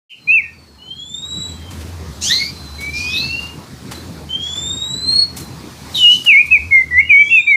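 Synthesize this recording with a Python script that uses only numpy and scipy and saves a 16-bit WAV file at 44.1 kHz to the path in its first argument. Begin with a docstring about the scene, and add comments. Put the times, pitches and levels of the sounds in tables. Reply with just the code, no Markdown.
"""Songbirds on a porch

Near birds sing loud warbles, long rising whistles and hoarse rasps that overlap on a hard-walled porch.
Clear notes are near sines with thin upper tones; the rasps are chopped overtones and breath noise.
A farther bird pipes faintly in the same near sines, and feathers rustle as dying puffs of noise.
Low drones, shaped traffic noise and soft hiss lie underneath; sparse random echoes form the walls."""
import sys
import numpy as np
from scipy import signal
from scipy.fft import rfft, irfft
from scipy.io import wavfile
from scipy.ndimage import uniform_filter1d, minimum_filter1d

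SR = 44100
rng = np.random.default_rng(int(sys.argv[2]) if len(sys.argv) > 2 else 0)


def put_to_file(sound):
    """Save the sound as 16-bit audio at rate SR, in the file named by the first command-line argument."""
    columns = np.atleast_2d(sound).T  # one column per channel
    safe = np.clip(columns, -1, 1)
    whole_steps = np.round(safe * 32767)
    wavfile.write(sys.argv[1], SR, whole_steps.astype(np.int16))


N = 333396


def near_birds():
    """Near birds: loud warbles, rising whistles and hoarse rasps that overlap."""
    return warble() + rising_whistles() + rasps()


# Warbled notes, each a piece of a pitch wave on a sloping line:
# (start [s], length [s], pitch at mid-note [Hz], slope [Hz/s], wave depth [Hz],
#  wave crest after the start [s], held level [dB], swell [s], fade [s])
WARBLE_NOTES = [(0.272, 0.14, 2463, -2370.0, 242, 0.075, -9, 0.021, 0.03),
                (5.976, 0.19, 2934, -270.0, 79, 0.17, -2.5, 0.085, 0.073),
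                (6.258, 0.17, 2438, -3110.0, 253, 0.166, -4.5, 0.028, 0.014),
                (6.505, 0.077, 2333, 4559, 380, 0.0096, -5.5, 0.014, 0.03),
                (6.707, 0.12, 2123, -1230.0, 4.9, 0.024, -5.5, 0.021, 0.043),
                (6.907, 0.11, 2078, 3330.0, 110, -0.019, -5.5, 0.077, 0.011),
                (7.091, 0.145, 2311, -2360.0, 130, 0.132, -3.5, 0.015, 0.014),
                (7.297, 0.12, 2562, -1550.0, 103, 0.039, -7, 0.024, 0.025),
                (7.465, 0.099, 2235, 10.0, 113, 0.017, -8, 0.014, 0.0048)]
# Two warbled notes as the microphone opens, same columns
OPENING_NOTES = [(0, 0.1, 2477, 9995, 10, .04, -10.5, 0.17, .005),
                 (0.094, 0.041, 3075, -500, 10, .03, -34, 0.009, 0.0088)]
# Thin tones of the warble, one per step above the pitch: (level against the note [dB])
WARBLE_UPPER_TONES = (-44.5, -48, -62.5)


def warble():
    """Loud near-sine notes whose pitch rides a slow wave; the octave fades on higher notes."""
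    wave_s = 0.16  # period of the pitch wave
    octave_loss_db_per_hz = 0.0625
    out = np.zeros(N)
    for start, length, middle_hz, slope, depth_hz, crest_s, level_db, swell_s, fade_s in OPENING_NOTES + WARBLE_NOTES:
        t, edges = span(length, rise_s=0.0038)
        line_hz = middle_hz + slope * (t - length / 2)
        hz = line_hz + depth_hz * np.cos(2 * np.pi * (t - crest_s) / wave_s)
        db = level_db + swell(t, swell_s, -17, fade_s, -12.5)
        octave_db = -39 - octave_loss_db_per_hz * (hz - 2099.5)
        note = near_sine(edges, hz, db, db, WARBLE_UPPER_TONES, flutter_db=0.48, waver_hz=12, fuzz=0.56,
                         octave_db=octave_db, fuzz_cutoff_hz=210)
        add(out, start, note)
    return out


# Long whistles that climb to a knee, then creep on:
# (start [s], length [s], first pitch [Hz], climb [Hz/s], knee pitch [Hz], sway about the climb [Hz],
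#  level before growth and echoes [dB], growth [dB/s], thin tones before growth and pitch gain [dB],
#  swell [s], fade [s])
WHISTLE_NOTES = [(0.783, 0.85, 2871, 1993, 3877, 8, -31, 10, -32.5, 0.087, 0.16),
                 (2.778, 0.8, 2204, 936, 2787, 6.5, -21.5, -0.5, -21, 0.018, 0.16),
                 (4.289, 1.013, 3038, 1446, 4330, 46.5, -20, -2, -21, 0.014, 0.078),
                 (6.991, 0.54, 2708, 2095, 3900, -22, -28, -0.2, -40, 0.041, 0.012)]
# Wall echoes lift some whistle pitches and cancel others: (pitch [Hz], gain [dB])
WALL_GAIN = [(2220, -10), (2310, -1.5), (2345, -15.5), (2385, 0), (2670, -6.5), (2740, 2), (2790, -5.5),
             (2840, -1.5), (3060, -7), (3150, -0.5), (3210, -13), (3290, -1.5), (3470, -8), (3600, -2),
             (3720, -9.5), (3790, 2.5), (3840, -4.5), (3890, -3), (4040, -8), (4170, 7.5), (4310, 8)]
# Level of the thin tones, by the pitch under them: (pitch [Hz], gain [dB])
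UPPER_TONE_GAIN = [(2250, -21), (2450, -27), (2700, -35), (2800, -27), (3050, -18.5), (3180, -36.5),
                   (3300, -13), (3620, 0), (3760, -7), (3920, -3), (4150, -11), (4320, -41)]
# Thin tones of the whistles, one per step above the pitch: (gain [dB])
WHISTLE_UPPER_TONES = (-7, -32, -39)


def rising_whistles():
    """Long near-sine glides whose level, and that of their thin tones, varies with pitch."""
    creep_hz_per_s = 285
    out = np.zeros(N)
    for (start, length, first_hz, climb, knee_hz, sway_hz, level_db, growth_db, thin_db,
         swell_s, fade_s) in WHISTLE_NOTES:
        t, edges = span(length, rise_s=0.0043)
        knee_s = (knee_hz - first_hz) / climb
        hz = first_hz + climb * np.minimum(t, knee_s) + creep_hz_per_s * np.maximum(t - knee_s, 0)
        hz = hz + sway_hz * np.sin(2 * np.pi * np.minimum(t / knee_s, 1))
        effort_db = growth_db * t + swell(t, swell_s, -17.5, fade_s, -26.5)
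        db = level_db + effort_db + np.interp(hz, *np.transpose(WALL_GAIN))
        upper_db = thin_db + effort_db + np.interp(hz, *np.transpose(UPPER_TONE_GAIN))
        note = near_sine(edges, hz, db, upper_db, WHISTLE_UPPER_TONES, flutter_db=3.0, waver_hz=12.5,
                         fuzz=0.43, octave_db=-6)
        add(out, start, note)
    return out


# Hoarse calls that slide to a knee, then creep on:
# (start [s], length [s], first pitch [Hz], knee pitch [Hz], slide [s], creep [Hz/s],
#  voice peak after the start [s], voice level at its peak [dB], voice fall [dB/s],
#  lowest tone before flutter and beak loss [dB], breath level after its swell [dB],
#  breath fall, negative grows [dB/s], breath colour [Hz])
RASP_CALLS = [(2.208, 0.306, 1278, 2033, .125, 1930, 0.12, -11.5, 105, -24, -17.5, 125, 6100),
              (2.929, 0.57, 1293, 2190, .32, 7.3, 0.25, -17, 102, -48, -28, 36, 4950),
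              (4.393, 0.23, 1357, 1850, 0.28, 10, .1, -45, 32, -70, -41.5, 25, 5540),
              (5.939, 0.23, 1990, 1828, 0.027, 410, 0.031, -15, 271, -63, -33, 62, 6600),
              (6.082, 0.099, 2080, 2030, 0.04, 10, 0.082, -29.5, 410, -69, -35, -32, 6100),
              (7.191, .2, 1510, 1886, 0.19, 10, .1, -56, 31, -73, -44, 4, 6160)]


def rasps():
    """Hoarse calls: breath swells in at once, the voice builds to its own peak, wide hiss surrounds them."""
    voice_rise_db_per_s, voice_floor_db = 173, -26  # the floor holds only before the peak
    breath_swell_s, breath_swell_db = 0.046, -9
    low_hold_s, low_fall_db_per_s = 0.07, 130
    out = np.zeros(N)
    for (start, length, first_hz, knee_hz, slide_s, creep, peak_s, voice_peak_db, voice_fall,
         low_peak_db, breath_level_db, breath_fall, breath_hz) in RASP_CALLS:
        t, edges = span(length, rise_s=0.013)
        slide = np.minimum(t / slide_s, 1) ** 1.35
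        hz = first_hz + (knee_hz - first_hz) * slide + creep * np.maximum(t - slide_s, 0)
        before_db = np.maximum(-voice_rise_db_per_s * (peak_s - t), voice_floor_db)
        voice_db = voice_peak_db + np.where(t < peak_s, before_db, -voice_fall * (t - peak_s))
        # The lowest tone comes in with the voice, holds briefly, then falls
        low_after_db = -low_fall_db_per_s * np.maximum(t - peak_s - low_hold_s, 0)
        low_db = low_peak_db + np.where(t < peak_s, 2 * before_db, low_after_db)
        breath_db = breath_level_db + breath_swell_db * np.clip(1 - t / breath_swell_s, 0, 1)
        breath_db = breath_db - breath_fall * np.maximum(t - breath_swell_s, 0)
        call = hoarse_voice(edges, hz, voice_db, low_db, breath_db, np.full(len(t), breath_hz))
        hiss = evened(resonate(rng.standard_normal(len(t)), np.full(len(t), 6100), 5100))
        add(out, start, call + edges * gain_of(breath_db - 15.5) * hiss)
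    return out


# Colour of the hoarse overtones: (frequency [Hz], level [dB])
BEAK_COLOUR = [(2200, 9), (3000, 18.5), (4200, 21), (5300, 11), (6500, -49), (8000, -26), (9000, -73),
               (11000, -9), (15000, -35)]


def hoarse_voice(edges, hz, voice_db, low_db, breath_db, breath_hz):
    """Shaky overtones and pitch-pulsed breath, both chopped by a slower membrane, over a weak pitch."""
    count = len(hz)
    colour_hz, colour_db = np.transpose(BEAK_COLOUR)
    turns = np.cumsum(hz * (1 + 0.0293 * wobble(count, cutoff_hz=616))) / SR
    overtones = np.zeros(count)
    puffs = 0.6 * rng.standard_normal(count)
    for k in range(2, 8):
        wave = np.cos(2 * np.pi * k * turns)
        shake = 1 + 0.52 * (k - 1) * wobble(count, cutoff_hz=330)
        overtones += gain_of(np.interp(k * hz, colour_hz, colour_db)) * shake * wave
        puffs += wobble(count, cutoff_hz=350) * wave  # breath gathers in bands at the overtones
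    breath = resonate(resonate(puffs, breath_hz, 1300), breath_hz, 2600)
    buzz_hz = 132 * (1 + 0.014 * wobble(count, cutoff_hz=46))
    chop = evened(1 + 0.076 * np.cos(2 * np.pi * np.cumsum(buzz_hz) / SR))
    low_flutter_db = 7.0 * wobble(count, cutoff_hz=14.6)
    low = np.sqrt(2) * gain_of(low_db + low_flutter_db) * np.sin(2 * np.pi * turns)
    low /= 1 + (1900 / hz) ** 8  # the small beak hardly radiates a low pitch
    chopped = gain_of(voice_db) * levelled(overtones) + gain_of(breath_db) * levelled(breath)
    return edges * (low + chop * chopped)


def near_sine(edges, hz, db, upper_db, steps_db, flutter_db, waver_hz, fuzz, octave_db, fuzz_cutoff_hz=100):
    """Piped note: a fluttering sine, a faint octave, and thin fuzzy tones at even steps above the pitch."""
    upper_step_hz = 3750
    count = len(hz)
    turns = np.cumsum(hz + waver_hz * wobble(count, cutoff_hz=78)) / SR
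    tone = gain_of(db + flutter_db * wobble(count, cutoff_hz=40)) * np.sin(2 * np.pi * turns)
    octave = gain_of(2 * db + octave_db)  # in dB it grows twice as fast as the note
    octave = octave * (1 + fuzz * wobble(count, cutoff_hz=76))
    tone += octave * np.sin(4 * np.pi * turns)
    for k, step_db in enumerate(steps_db, start=1):
        higher = turns + k * upper_step_hz * np.arange(count) / SR
        blur = 1 + fuzz * wobble(count, cutoff_hz=fuzz_cutoff_hz)
        tone += gain_of(upper_db + step_db) * blur * np.sin(2 * np.pi * higher)
    return np.sqrt(2) * edges * tone


# Faint far notes:
# (start [s], length [s], first pitch [Hz], last pitch [Hz], first level [dB], last level [dB])
FAR_NOTES = [(0.143, .18, 4210, 4120, -64.5, -43.5), (0.42, 0.11, 1920, 1810, -40, -50),
             (0.514, 0.56, 4650, 4125, -55.5, -51), (1.326, .42, 3700, 3144, -49, -47.5),
             (2.529, 0.417, 4120, 4033, -42.5, -41), (3.943, 0.19, 4040, 4060, -36, -71),
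             (5.4, .16, 4180, 4060, -40.5, -62)]
# Thin tones of the far bird, one per step above the pitch: (level against the note [dB])
FAR_UPPER_TONES = (-18.5, -30, -36)


def far_bird():
    """Thin notes of a farther bird; the pitch moves quickly at first, then levels out."""
    out = np.zeros(N)
    for start, length, first_hz, last_hz, first_db, last_db in FAR_NOTES:
        t, edges = span(length, rise_s=0.0095)
        hz = last_hz + (first_hz - last_hz) * (1 - t / length) ** 2
        db = first_db + (last_db - first_db) * t / length
        note = near_sine(edges, hz, db, db, FAR_UPPER_TONES, flutter_db=3.5, waver_hz=25.2, fuzz=0.4, octave_db=-1)
        add(out, start, note)
    return out


# Feathers and feet on the perch:
# (start [s], level before the decay [dB], time to fall 60 dB [s], tilt [dB/octave])
RUSTLE_PUFFS = [(1.698, -37, 0.73, -1), (1.798, -41, 0.98, -1.5), (2.799, -36, 0.64, 0.5),
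                (3.39, -38, 0.77, -1.5), (3.909, -24, 0.23, -2), (4.548, -35, 1, -3.5),
                (5.108, -35, 0.38, -1.5), (5.361, -28.5, 0.33, 2.5), (5.852, -27, 0.07, -3),
                (5.891, -37.5, 1, -1.5), (6.242, -26, 0.17, 0), (6.456, -32.5, 0.095, 2.5)]


def rustles():
    """Scratchy puffs of wide, tilted noise that die away."""
    out = np.zeros(N)
    t = np.arange(SR // 2) / SR
    hz = np.fft.rfftfreq(len(t), 1 / SR)
    for start, level_db, t60, tilt_db in RUSTLE_PUFFS:
        colour = gain_of(tilt_db * np.log2(hz / 4000 + 0.0057)) / (1 + (hz / 12000) ** 4)
        puff = evened(irfft(rfft(rng.standard_normal(len(t))) * colour, len(t)))
        db = level_db - 60 * t / t60 + 2.35 * wobble(len(t), cutoff_hz=40)
        add(out, start, puff * gain_of(db) * np.minimum(t / 0.011, 1))
    return out


# Swells of the lower drone: (time [s], level [dB])
DRONE_LEVEL = [(.14, -72), (.43, -47.5), (1.1, -52), (1.37, -38), (2.04, -27), (2.33, -43), (2.72, -34),
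               (3.3, -35), (3.72, -45), (3.98, -37.5), (5.52, -38.5), (5.68, -51), (5.89, -35.5),
               (6.1, -47.5), (6.35, -51), (6.6, -29.5), (6.83, -42), (6.96, -29.5), (7.22, -44.5),
               (7.56, -50)]
# Background levels: (time [s], traffic level [dB], hiss level [dB])
BACKGROUND_LEVEL = [(.08, -72, -53), (.14, -57, -68), (.27, -46.5, -65), (1.1, -47, -65.5),
                    (1.37, -37, -58), (2.0, -35.5, -54.5), (2.35, -35.5, -48.5), (2.7, -36, -53),
                    (3.15, -34.5, -53), (3.7, -36, -55), (4, -33.5, -51.5), (4.4, -36, -57),
                    (5.15, -34.5, -56), (5.9, -34, -51), (6.1, -36.5, -40.5), (6.35, -41.5, -53.5),
                    (6.7, -38, -55.5), (7.22, -43, -62), (7.56, -46, -65)]
# Traffic rumble colour: (frequency [Hz], relative density [dB])
TRAFFIC_COLOUR = [(18, -61), (30, -42.5), (59, -18), (80, -17), (102, -1), (228, -6), (496, -16.5),
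                  (538, -18.5), (688, -20.5), (935, -19.5), (2500, -27), (4000, -49), (5200, -51.5),
                  (8800, -120)]
# Hiss colour: (frequency [Hz], relative density [dB])
HISS_COLOUR = [(1470, -23), (2500, -5.5), (2680, -4.5), (3190, -1), (4110, 3), (4570, 2.5), (11200, -9.5),
               (15500, -13)]


def background():
    """A low drone, traffic rumble and hiss, each with its own level curve; a higher drone follows the traffic."""
    t = np.arange(N) / SR
    times, traffic_levels, hiss_levels = np.transpose(BACKGROUND_LEVEL)
    drone_db = np.interp(t, *np.transpose(DRONE_LEVEL))
    traffic_db = np.interp(t, times, traffic_levels)
    hiss_db = np.interp(t, times, hiss_levels)
    low, high = (np.sin(2 * np.pi * np.cumsum(hz + 7 * wobble(N, cutoff_hz=12)) / SR) for hz in (80, 131))
    drone = np.sqrt(2) * low * (1 + 0.25 * wobble(N, cutoff_hz=14))
    traffic = noise(TRAFFIC_COLOUR, low_hz=110, high_hz=1520, patchy_db=2.5) + gain_of(-8) * high
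    hiss = noise(HISS_COLOUR, low_hz=5600, high_hz=6600, patchy_db=1.5)
    return gain_of(drone_db) * drone + gain_of(traffic_db) * traffic + gain_of(hiss_db) * hiss


def porch(x, t60=0.35, first_s=0.0024):
    """Hard walls: sparse echoes of random sign that fade in after a gap and die away."""
    t = np.arange(SR) / SR
    taps = np.zeros(SR)
    at = np.arange(0, SR - 20, 20) + rng.integers(0, 20, (SR - 1) // 20)
    taps[at] = rng.choice([-1., 1.], len(at))
    tail = taps * gain_of(-60 * t / t60) * np.clip(t / first_s - 1, 0, 1)
    return signal.fftconvolve(x, tail / np.linalg.norm(tail))[:N]


def noise(colour, low_hz, high_hz, patchy_db):
    """Coloured noise from random short-time spectra with drifting patches, about rms 1 between two frequencies."""
    hz = np.fft.rfftfreq(1024, 1 / SR)
    real, imaginary, patches = rng.standard_normal((N // 256 + 5, 513, 3)).T
    patches = uniform_filter1d(uniform_filter1d(patches, size=10, axis=0), size=10, axis=1)
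    colour_hz, colour_db = np.transpose(colour)
    shape = gain_of(np.interp(np.log(hz + 1), np.log(colour_hz), colour_db, left=-100))
    spectra = (real + 1j * imaginary) * shape[:, None] * gain_of(patchy_db * evened(patches))
    out = signal.istft(spectra, nperseg=1024, noverlap=768)[1][:N]
    band = (hz >= low_hz) & (hz < high_hz)
    share = np.sqrt((shape[band] ** 2).sum() / (shape ** 2).sum())
    return evened(out) / share


def resonate(x, hz, width):
    """Moving resonance: shifts the curve hz down to zero, smooths, and shifts back."""
    turn = np.exp(2j * np.pi * np.cumsum(hz) / SR)
    r = np.exp(-np.pi * width / SR)
    return 2 * (turn * signal.lfilter([1 - r], [1, -r], x / turn)).real


def wobble(count, cutoff_hz):
    """Smooth random curve of rms 1: low-passed noise with its start-up cut off."""
    raw = rng.standard_normal(count + 4000)
    return evened(signal.lfilter(*signal.butter(2, cutoff_hz, fs=SR), raw)[4000:])


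def span(length, rise_s):
    """Time from the start of a note and its soft-edged window."""
    t = np.arange(0, length, 1 / SR)
    return t, np.clip(np.minimum(t, length - t) / rise_s, 0, 1)


def swell(t, swell_s, swell_db, fade_s, fade_db):
    """Level in dB: a rise from swell_db over swell_s plus a fall to fade_db over fade_s."""
    rising = swell_db * np.clip(1 - t / swell_s, 0, 1)
    fading = fade_db * np.clip(1 - (t[-1] - t) / fade_s, 0, 1)
    return rising + fading


def gain_of(db):
    """Amplitude factor of a level in dB."""
    return 10 ** (np.asarray(db) / 20)


def evened(x):
    """Scales the whole signal to rms 1."""
    return x / np.sqrt(np.mean(x ** 2) + 1e-20)


def levelled(x):
    """Divides by the running rms, so slow level changes even out."""
    return x / np.sqrt(uniform_filter1d(x ** 2, size=1500) + 1e-12)


def add(mix, start_s, sound):
    """Mixes a sound in at its start time, cut at the end of the mix."""
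    part = mix[round(start_s * SR):][:len(sound)]
    part += sound[:len(part)]


def scene():
    """Near and far birds and the rustles with porch echoes, over the dry background."""
    sources = near_birds() + rustles() + far_bird()
    return (sources + gain_of(-12) * porch(sources) + background())[None]


def record(dry, ceiling_db=-0.5, envelope_fall_db_per_s=150):
    """The microphone opens and drops the deepest bass, a limiter holds loud notes, a low-pass trims the top."""
    opened = dry * np.clip((np.arange(N) / SR - 0.095) / 0.037, 0, 1)
    opened = opened * np.minimum(np.arange(N)[::-1] / 200, 1)  # closes without a click
    thinned = signal.sosfilt(signal.butter(2, 55, "high", fs=SR, output="sos"), opened)
    peak_db = 20 * np.log10(-minimum_filter1d(-abs(thinned[0]), size=200) + 1e-9)
    # The peak envelope jumps up at once and falls at a steady rate
    fall_db = np.arange(N) * envelope_fall_db_per_s / SR
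    envelope_db = np.maximum.accumulate(peak_db + fall_db) - fall_db
    over_db = np.maximum(envelope_db - ceiling_db, 0)
    held = thinned / gain_of(1.3 * uniform_filter1d(over_db, size=100))  # pulls down more than the excess
    low_pass = signal.firwin(511, 15500, window=("kaiser", 9), fs=SR)
    return signal.oaconvolve(held, low_pass[None], "same")


dry = scene()
out = record(dry)
put_to_file(out)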